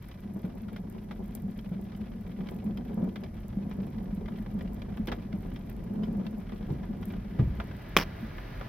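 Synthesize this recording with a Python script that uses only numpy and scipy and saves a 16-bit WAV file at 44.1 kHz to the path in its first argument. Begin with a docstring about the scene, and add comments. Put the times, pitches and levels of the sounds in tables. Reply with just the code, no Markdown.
"""Shower on an idling car

Inside a car on a road shoulder, over engine drone, sparse heavy drops ring the roof with low modes and
noisy overtones; taps on the windshield pair splashes of noise with two modes, among fine treble ticks.
The wiper thuds as it starts, thuds and clacks as it turns round; a fat drop smacks the frame and spatters.
The tyres of an oncoming truck, coloured noise, swell as the microphone turns to the side window."""
import sys
import numpy as np
from scipy import signal
from scipy.fft import rfft, irfft
from scipy.io import wavfile
from scipy.ndimage import uniform_filter1d

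SR = 44100
rng = np.random.default_rng(int(sys.argv[2]) if len(sys.argv) > 2 else 0)


def generate_wav(sig):
    """Save sig (samples, or channels by samples) to the path in sys.argv[1] as 16-bit PCM at SR."""
    pcm = np.round(np.clip(np.atleast_2d(sig).T, -1, 1) * 32767).astype(np.int16)
    wavfile.write(sys.argv[1], SR, pcm)


N = 382788
TIME = np.arange(N) / SR  # seconds through the scene
AGE = np.arange(2 ** 14) / SR  # seconds since the start of one sound
# noisy overtones of the roof panel, also its edge: freq_hz, relative density_db (per Hz)
ROOF_OVERTONE_COLOUR = [(220, -5), (440, -9.5), (620, -19.5), (1300, -33.5), (3000, -65)]
TAP_RISE_SHARE = 0.047  # rise time as a share of t60: short taps snap


def undb(db):
    """Decibels to amplitude gain."""
    return 10 ** (np.asarray(db) / 20)


def curve(rows, at):
    """Straight lines through a two-column table."""
    return np.interp(at, *np.transpose(rows))


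def gains(points, size):
    """Gain at each FFT bin from (freq_hz, level_db) points, falling 10 dB per octave beyond them."""
    hz, db = np.transpose(points)
    bin_hz = np.fft.rfftfreq(size, 1 / SR)
    octave, known = np.log2(np.maximum(bin_hz, 1)), np.log2(hz)
    octaves_outside = abs(octave - np.clip(octave, known[0], known[-1]))
    return undb(np.interp(octave, known, db) - 10 * octaves_outside)


def colour(x, points, size=4096):
    """Minimum-phase filter of the given colour: being causal, it keeps attacks sharp."""
    cepstrum = irfft(np.log(gains(points, size)))[:size // 2]
    cepstrum[1:] *= 2  # fold the spectrum's phase to minimum phase
    response = irfft(np.exp(rfft(cepstrum, size)))[:size // 2]
    return signal.oaconvolve(x, response[None], axes=1)[:, :x.shape[1]]


def level(x, db):
    """Set the rms level."""
    return x * undb(db) / np.sqrt(np.mean(x ** 2))


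def peak(x, db, size=128):
    """Set the rms level of the loudest few milliseconds, judged on the first channel."""
    power = uniform_filter1d(np.atleast_2d(x)[0] ** 2, size)
    return x * undb(db) / np.sqrt(power.max())


def fade(t60):
    """Exponential decay by 60 dB in t60 seconds."""
    return np.exp(-np.log(1000) * AGE / t60)


def burst(t60, tail_db=-40, tail_t60=0.13, rise_s=0.000083, size=6000):
    """A contact spreading through a panel: mid and side noise with a quick decay and a faint tail."""
    decay = fade(t60) + undb(tail_db) * fade(tail_t60)
    shape = decay * (1 - np.exp(-AGE / rise_s))
    return rng.standard_normal((2, size)) * shape[:size]


def ring(hz, t60, rise_s):
    """One sine mode that builds up and dies away."""
    return np.sin(2 * np.pi * hz * AGE) * fade(t60) * (1 - np.exp(-(AGE / rise_s) ** 2))


def add(out, s, sound):
    """Mix a sound in at a time in seconds."""
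    start = max(int(s * SR), 0)
    out[:, start:start + sound.shape[-1]] += sound[..., :N - start]


def patter(strike, spread_db, count, size=10):
    """Drops of random strength fall at random times on a few spots, each with its own response."""
    out = np.zeros((2, N))
    spots = [peak(strike(), 0) for _ in range(size)]
    weights = undb(spread_db * np.clip(rng.standard_normal(count), -2, 2))
    for k, s in enumerate(rng.random(count) * TIME[-1]):
        add(out, s, spots[k % size] * weights[k])
    return out


def turned(s):
    """How far the microphone has turned to the side window, 0-1."""
    return np.interp(s, (6.9, 8), (0, 1))


def surroundings():
    """Cabin drone and thin hiss as coloured noise; tyre noise grows as 1 / distance to the truck."""
    # engine drone in the cabin: freq_hz, relative density_db (per Hz)
    drone_colour = [(20, -28.5), (32, -1), (52, 0.5), (66, -9.5), (95, -4), (140, -8), (330, -19.5),
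                    (700, -33), (6000, -70)]
    # drift of the drone: start_s, relative level_db
    rumble = [(0.0, -54.5), (2.2, -51.5), (5.1, -48), (6.3, -49), (8.68, -49.5)]
    # the truck's tyres: freq_hz, relative density_db (per Hz)
    tyre_colour = [(300, -0.5), (550, -1.5), (1100, -5.5), (1750, -3), (2350, -7.5), (2950, -12),
                   (3600, -15), (5800, -26.5), (7500, -43.5), (13000, -28)]
    # thin hiss: freq_hz, relative density_db (per Hz)
    hiss_colour = [(2000, 15), (3200, 2), (4300, 5), (5500, 6.5), (7200, -4), (9000, -1.5), (11000, 6.5),
                   (14500, 3), (15400, -16)]
    rumble_db = 9  # added to the drift
    truck_passes_s, truck_m_s, lane_m = 11.45, 16.2, 7.5  # when it would draw level, speed, nearest distance
    truck_db, turned_tyre_db = -44.5, 10  # tyres at the nearest distance; gain once the microphone has turned

    drone = level(colour(rng.standard_normal((2, N)), drone_colour), rumble_db)
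    drone *= undb(curve(rumble, TIME))
    distance_m = np.hypot(truck_m_s * (TIME - truck_passes_s), lane_m)
    tyres = level(colour(rng.standard_normal((2, N)), tyre_colour), truck_db) * lane_m / distance_m
    tyres *= undb(turned_tyre_db * turned(TIME))
    hiss = level(colour(rng.standard_normal((2, N)), hiss_colour), -73.0)
    return drone + tyres + hiss


def droplets():
    """The tiniest drops are short noise ticks, high in the treble, over a fine patter of the same."""
    # tick colour: freq_hz, relative density_db (per Hz)
    tick_colour = [(3000, -21.5), (7000, -12), (10000, -7), (14000, 3), (16000, -14)]
    # the sharpest droplets: start_s, relative level_db
    sharp_ticks = [(0.086, -62), (0.899, -60.5), (1.3508, -47), (3.482, -63), (4.7444, -62),
                   (5.0723, -54.5), (5.6976, -57), (7.055, -56)]
    tick_db = 7  # added to every sharp tick

    def tick():
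        """A tiny contact: noise that dies in milliseconds, with a faint tail."""
        return colour(burst(0.005, -26, 0.071, rise_s=0.0007), tick_colour)

    out = level(patter(tick, spread_db=5.5, count=380), -75.0)
    for s, db in sharp_ticks:
        add(out, s, peak(tick(), db + tick_db))
    return out


def glass_tap(hz, t60, dull_db=0):
    """Laminated glass is well damped: a short splash and two modes of the spot; higher spots are brighter."""
    # splash on glass before the tilt: freq_hz, relative density_db (per Hz)
    glass_colour = [(200, -13.5), (500, 5.5), (1300, 3.5), (2300, 0), (2850, -4.5), (3300, -1),
                    (4300, -13.5), (5600, -17), (7200, -34), (15000, -26)]
    bright_db, brighter_db_per_octave = 1, 4  # treble tilt of a 2 kHz spot; change with pitch
    ring_db, upper_mode_db, upper_mode_ratio = -6.5, -9.5, 1.62  # modes against splash; upper against lower

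    tilt_db = bright_db + brighter_db_per_octave * np.log2(hz / 2000) - dull_db
    tilted = [(f, db + tilt_db * np.tanh(np.log2(f / 2000))) for f, db in glass_colour]
    rise_s = TAP_RISE_SHARE * t60
    splash = colour(burst(t60, -23.5, 0.15, rise_s=rise_s), tilted)
    upper_mode = undb(upper_mode_db) * ring(hz * upper_mode_ratio, t60, rise_s)
    modes = ring(hz, t60, rise_s) + upper_mode
    return peak(splash, 0) + peak(modes[:splash.shape[1]], ring_db) * [[1], [0]]  # modes in the mid only


def windshield():
    """Clear taps over a fine patter; each shakes the roof edge as the square of its strength."""
    # clear taps on the glass: drops, and the wiper's clack at 7.388 s
    # start_s, relative level_db, pitch_hz of the struck spot, t60_s
    clear_taps = [(0.112, -56, 3080, 0.043), (0.681, -52.5, 1400, 0.068), (0.761, -48, 2090, 0.04),
                  (1.109, -44.5, 1193, 0.05), (1.588, -54, 3250, 0.042), (1.948, -58, 2990, 0.031),
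                  (2.404, -54.5, 1134, 0.047), (2.468, -54, 2460, 0.034), (2.487, -47, 2180, 0.018),
                  (2.772, -50, 3130, 0.037), (3.157, -46, 2050, 0.046), (3.235, -53.5, 3070, 0.043),
                  (3.711, -50, 1385, 0.037), (4.257, -53.5, 2100, 0.037), (4.282, -48, 960, 0.037),
                  (4.385, -53.5, 1900, 0.025), (4.461, -51.5, 1250, 0.026), (4.607, -48, 1880, 0.049),
                  (4.818, -48.5, 2380, 0.024), (4.971, -50, 1070, 0.04), (5.072, -45.5, 3110, 0.032),
                  (5.082, -42, 1660, 0.057), (5.116, -37.5, 1338, 0.063), (5.328, -51, 2720, 0.014),
                  (5.559, -51.5, 3200, 0.039), (6.032, -50.5, 3077, 0.066), (6.265, -48, 2720, 0.022),
                  (6.492, -51, 1305, 0.046), (6.519, -51, 1180, 0.038), (6.625, -55.5, 2160, 0.048),
                  (6.828, -52.5, 980, 0.12), (7.027, -51.5, 1480, 0.036), (7.099, -54, 2360, 0.089),
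                  (7.135, -50.5, 1510, .04), (7.388, -44.5, 1190, .095), (7.599, -38.5, 1263, 0.044),
                  (7.711, -50, 1595, 0.038), (8.381, -46, 1705, 0.033), (8.61, -40.5, 1370, 0.036)]
    tap_db, turned_dull_db = 3.5, 5  # added to every clear tap; treble tilt lost as the microphone turns
    shake_t60_s, shake_db = 0.13, -32  # the shake's level equals the table's tap level at this level

    out = patter(lambda: glass_tap(rng.uniform(965, 2812), t60=0.042), spread_db=3.5, count=900, size=40)
    out = level(out, -64.0)
    for s, db, hz, t60 in clear_taps:
        add(out, s, peak(glass_tap(hz, t60, turned_dull_db * turned(s)), db + tap_db))
        shake = colour(burst(shake_t60_s, rise_s=TAP_RISE_SHARE * t60), ROOF_OVERTONE_COLOUR)
        add(out, s, peak(shake, 2 * db - shake_db))
    return out


def roof():
    """Drops bend the lined roof panel: a low ring with noisy overtones, over the drumming of smaller drops."""
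    # drumming of small drops: freq_hz, relative density_db (per Hz)
    roof_colour = [(90, -15.5), (140, -12.5), (175, 2), (205, 7), (245, -4.5), (295, -17.5), (430, -17.5),
                   (570, -24), (640, -38), (720, -24.5), (1000, -34.5), (1600, -53.5)]
    # strength of the shower on the roof: start_s, relative level_db
    shower = [(0.0, -56), (0.29, -44), (1.85, -44.5), (2.92, -37), (3.34, -43.5), (3.67, -38.5),
              (5.75, -44), (6.09, -34.5), (6.5, -43), (7.16, -41), (8.68, -54)]
    # heavy drops: start_s, relative level_db of the low ring, relative level_db of the overtones
    roof_drops = [(0.254, -30, -48), (0.358, -30.5, -37), (0.441, -23.5, -33.5), (0.848, -33, -43.5),
                  (1.438, -26, -51), (1.714, -27.5, -39), (1.756, -27.5, -43), (2.663, -25.5, -36.5),
                  (2.94, -28, -49), (2.973, -27, -32.5), (3.024, -21.5, -31), (3.569, -22.5, -41),
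                  (3.783, -25.5, -34), (4.125, -26, -52), (4.174, -25, -41.5), (4.396, -27.5, -50),
                  (4.548, -23.5, -43), (4.995, -21.5, -37.5), (5.079, -35, -30.5), (5.335, -23, -40.5),
                  (5.904, -26, -44), (5.972, -26, -35), (6.149, -26, -46), (6.887, -27.5, -43),
                  (8.225, -27.5, -55)]
    roof_hz, hz_spread = 200.9, 0.052  # pitch of the low ring; its spread as a share
    ring_trim_db, overtone_trim_db, patter_db = -2, -4, 4.5  # added to the table levels

    out = patter(lambda: colour(burst(0.092, rise_s=0.00055), roof_colour), spread_db=3.0, count=1200, size=30)
    out = level(out, patter_db) * undb(curve(shower, TIME))
    for s, ring_db, overtone_db in roof_drops:
        hz = roof_hz * (1 + hz_spread * rng.standard_normal())
        add(out, s, peak(ring(hz, t60=0.14, rise_s=0.0036), ring_db + ring_trim_db))
        overtones = colour(burst(0.35, rise_s=0.00084), ROOF_OVERTONE_COLOUR)
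        add(out, s, peak(overtones, overtone_db + overtone_trim_db))
    return out


def wiper():
    """The linkage thuds through the bulkhead: low modes that sink in pitch, each with a dull rumble."""
    # thuds as it starts and turns round: start_s, relative level_db, initial pitch_hz, t60_s before slowing
    thuds = [(6.686, -36, 342, 0.14), (6.705, -24, 151, 0.21), (6.721, -32, 85, 0.34),
             (7.384, -33, 308, 0.093), (7.393, -14.5, 126.7, 0.16), (7.425, -20.5, 77.2, 0.57),
             (7.471, -27, 56, 0.25)]
    sag, sag_s = 0.205, 0.062  # share by which the pitch sinks as the arm slows; time constant

    out = np.zeros((2, N))
    slowed_age = np.cumsum(1 - sag * (1 - np.exp(-AGE / sag_s))) / SR
    for s, db, hz, t60 in thuds:
        thud = np.interp(slowed_age, AGE, ring(hz, t60, rise_s=0.0019))
        add(out, s, peak(thud, db - 4.0))
        body = [(hz / 2, -11), (hz, 0), (2 * hz, -5), (4 * hz, -24), (8 * hz, -40)]
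        dull_rumble = colour(burst(t60, -35, 0.27, rise_s=0.0036, size=len(AGE)), body)
        add(out, s, peak(dull_rumble, db - 6.0))
    return out


def fat_drop():
    """A hard smack close by rings the frame's modes; a bright noise crack and a short spatter follow."""
    # modes of the window frame: pitch_hz, relative level_db, t60_s
    frame = [(166.4, -17, 0.115), (380, 2, 0.0093), (810, -10, 0.0078), (1120, -0.5, 0.019),
             (1600, 11, 0.0022), (2430, 2.5, 0.011), (3170, -18, 0.015)]
    # the smack and its splash back: start_s, level_db of the knock
    smack = [(7.9661, -9), (7.986, -23)]
    # crack of the bursting drop: freq_hz, relative density_db (per Hz)
    crack_colour = [(500, -26), (2000, -5), (3150, 9), (4300, -7), (5900, -0.5), (7200, -16), (10800, -12),
                    (16000, -10)]
    # spray: freq_hz, relative density_db (per Hz)
    spatter_colour = [(200, 14), (900, 5), (2400, 4), (4000, -9), (5500, 0), (7500, -34), (13000, -14)]
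    burst_s, burst_db = 7.9716, -15  # the drop bursts just after it lands
    spatter_db, hold_s, release_s = -32, 0.06, 0.0096  # held spray before its side is halved
    onset_db, onset_t60_s = 16, 0.018  # the first rush of spray, over the held level

    out = np.zeros((2, N))
    knock = np.zeros(len(AGE))
    for k, (hz, db, t60) in enumerate(frame):
        knock += (-1) ** k * undb(db) * ring(hz, t60, rise_s=0.00049)
    for s, db in smack:
        add(out, s, peak(knock, db) * [[1], [0]])  # so near that it is all mid
        add(out, s, peak(colour(burst(0.016), crack_colour), db - 14.0))
    crack = colour(burst(0.0028, rise_s=0.0011), crack_colour)[0]
    add(out, burst_s, peak(crack, burst_db) * [[1], [-.3]])  # to the right

    # the spray lands in tiny clumps of 64 samples
    clumps = np.repeat(undb(3.4 * rng.standard_normal(len(AGE))), 64)[:len(AGE)]
    spray = colour(rng.standard_normal((2, len(AGE))) * clumps, spatter_colour)
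    spatter = level(spray, spatter_db) * [[1], [.5]]
    held = np.clip(1 - (AGE - hold_s) / release_s, 0, 1)
    rush = 1 + undb(onset_db) * fade(onset_t60_s)
    add(out, burst_s, spatter * held * rush)
    return out


def cabin(x, echo_db=-12, t60=0.092):
    """Reflections from windows and dashboard, a decaying noise response, ripple the colour of the sound."""
    echoes = signal.sosfilt(signal.butter(2, 400, "high", fs=SR, output="sos"), burst(t60))
    echoes *= undb(echo_db) / np.linalg.norm(echoes[0])
    reflected = signal.fftconvolve(x, echoes, axes=1)[:, :N]
    return (x + reflected) / np.hypot(1, undb(echo_db))


def stereo(pair):
    """Mid and side to left and right; a weak side in the bass fills the cabin evenly."""
    # width of the cabin sound: freq_hz, side gain_db
    width = [(60, -22.5), (200, -21), (380, -4.5), (700, -1.5), (1300, -1.5), (2400, -11.5), (4400, 0.5),
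             (8000, 5), (15000, -5)]
    side = colour(pair[1:], width)[0]
    return np.array([pair[0] + side, pair[0] - side])


def scene():
    """Everything as heard from the driver's seat; ticks, wiper thuds and fat drop skip the reflections."""
    reflected = cabin(roof() + windshield() + surroundings())
    return stereo(reflected + droplets() + wiper() + fat_drop())


def record(dry):
    """Clip at full scale, then cut the top treble with a steep low-pass."""
    top_hz = 15800
    lowpass = signal.ellip(8, .2, 80, top_hz, fs=SR, output="sos")
    return signal.sosfilt(lowpass, np.clip(dry, -1, 1))


dry = scene()
out = record(dry)
generate_wav(out)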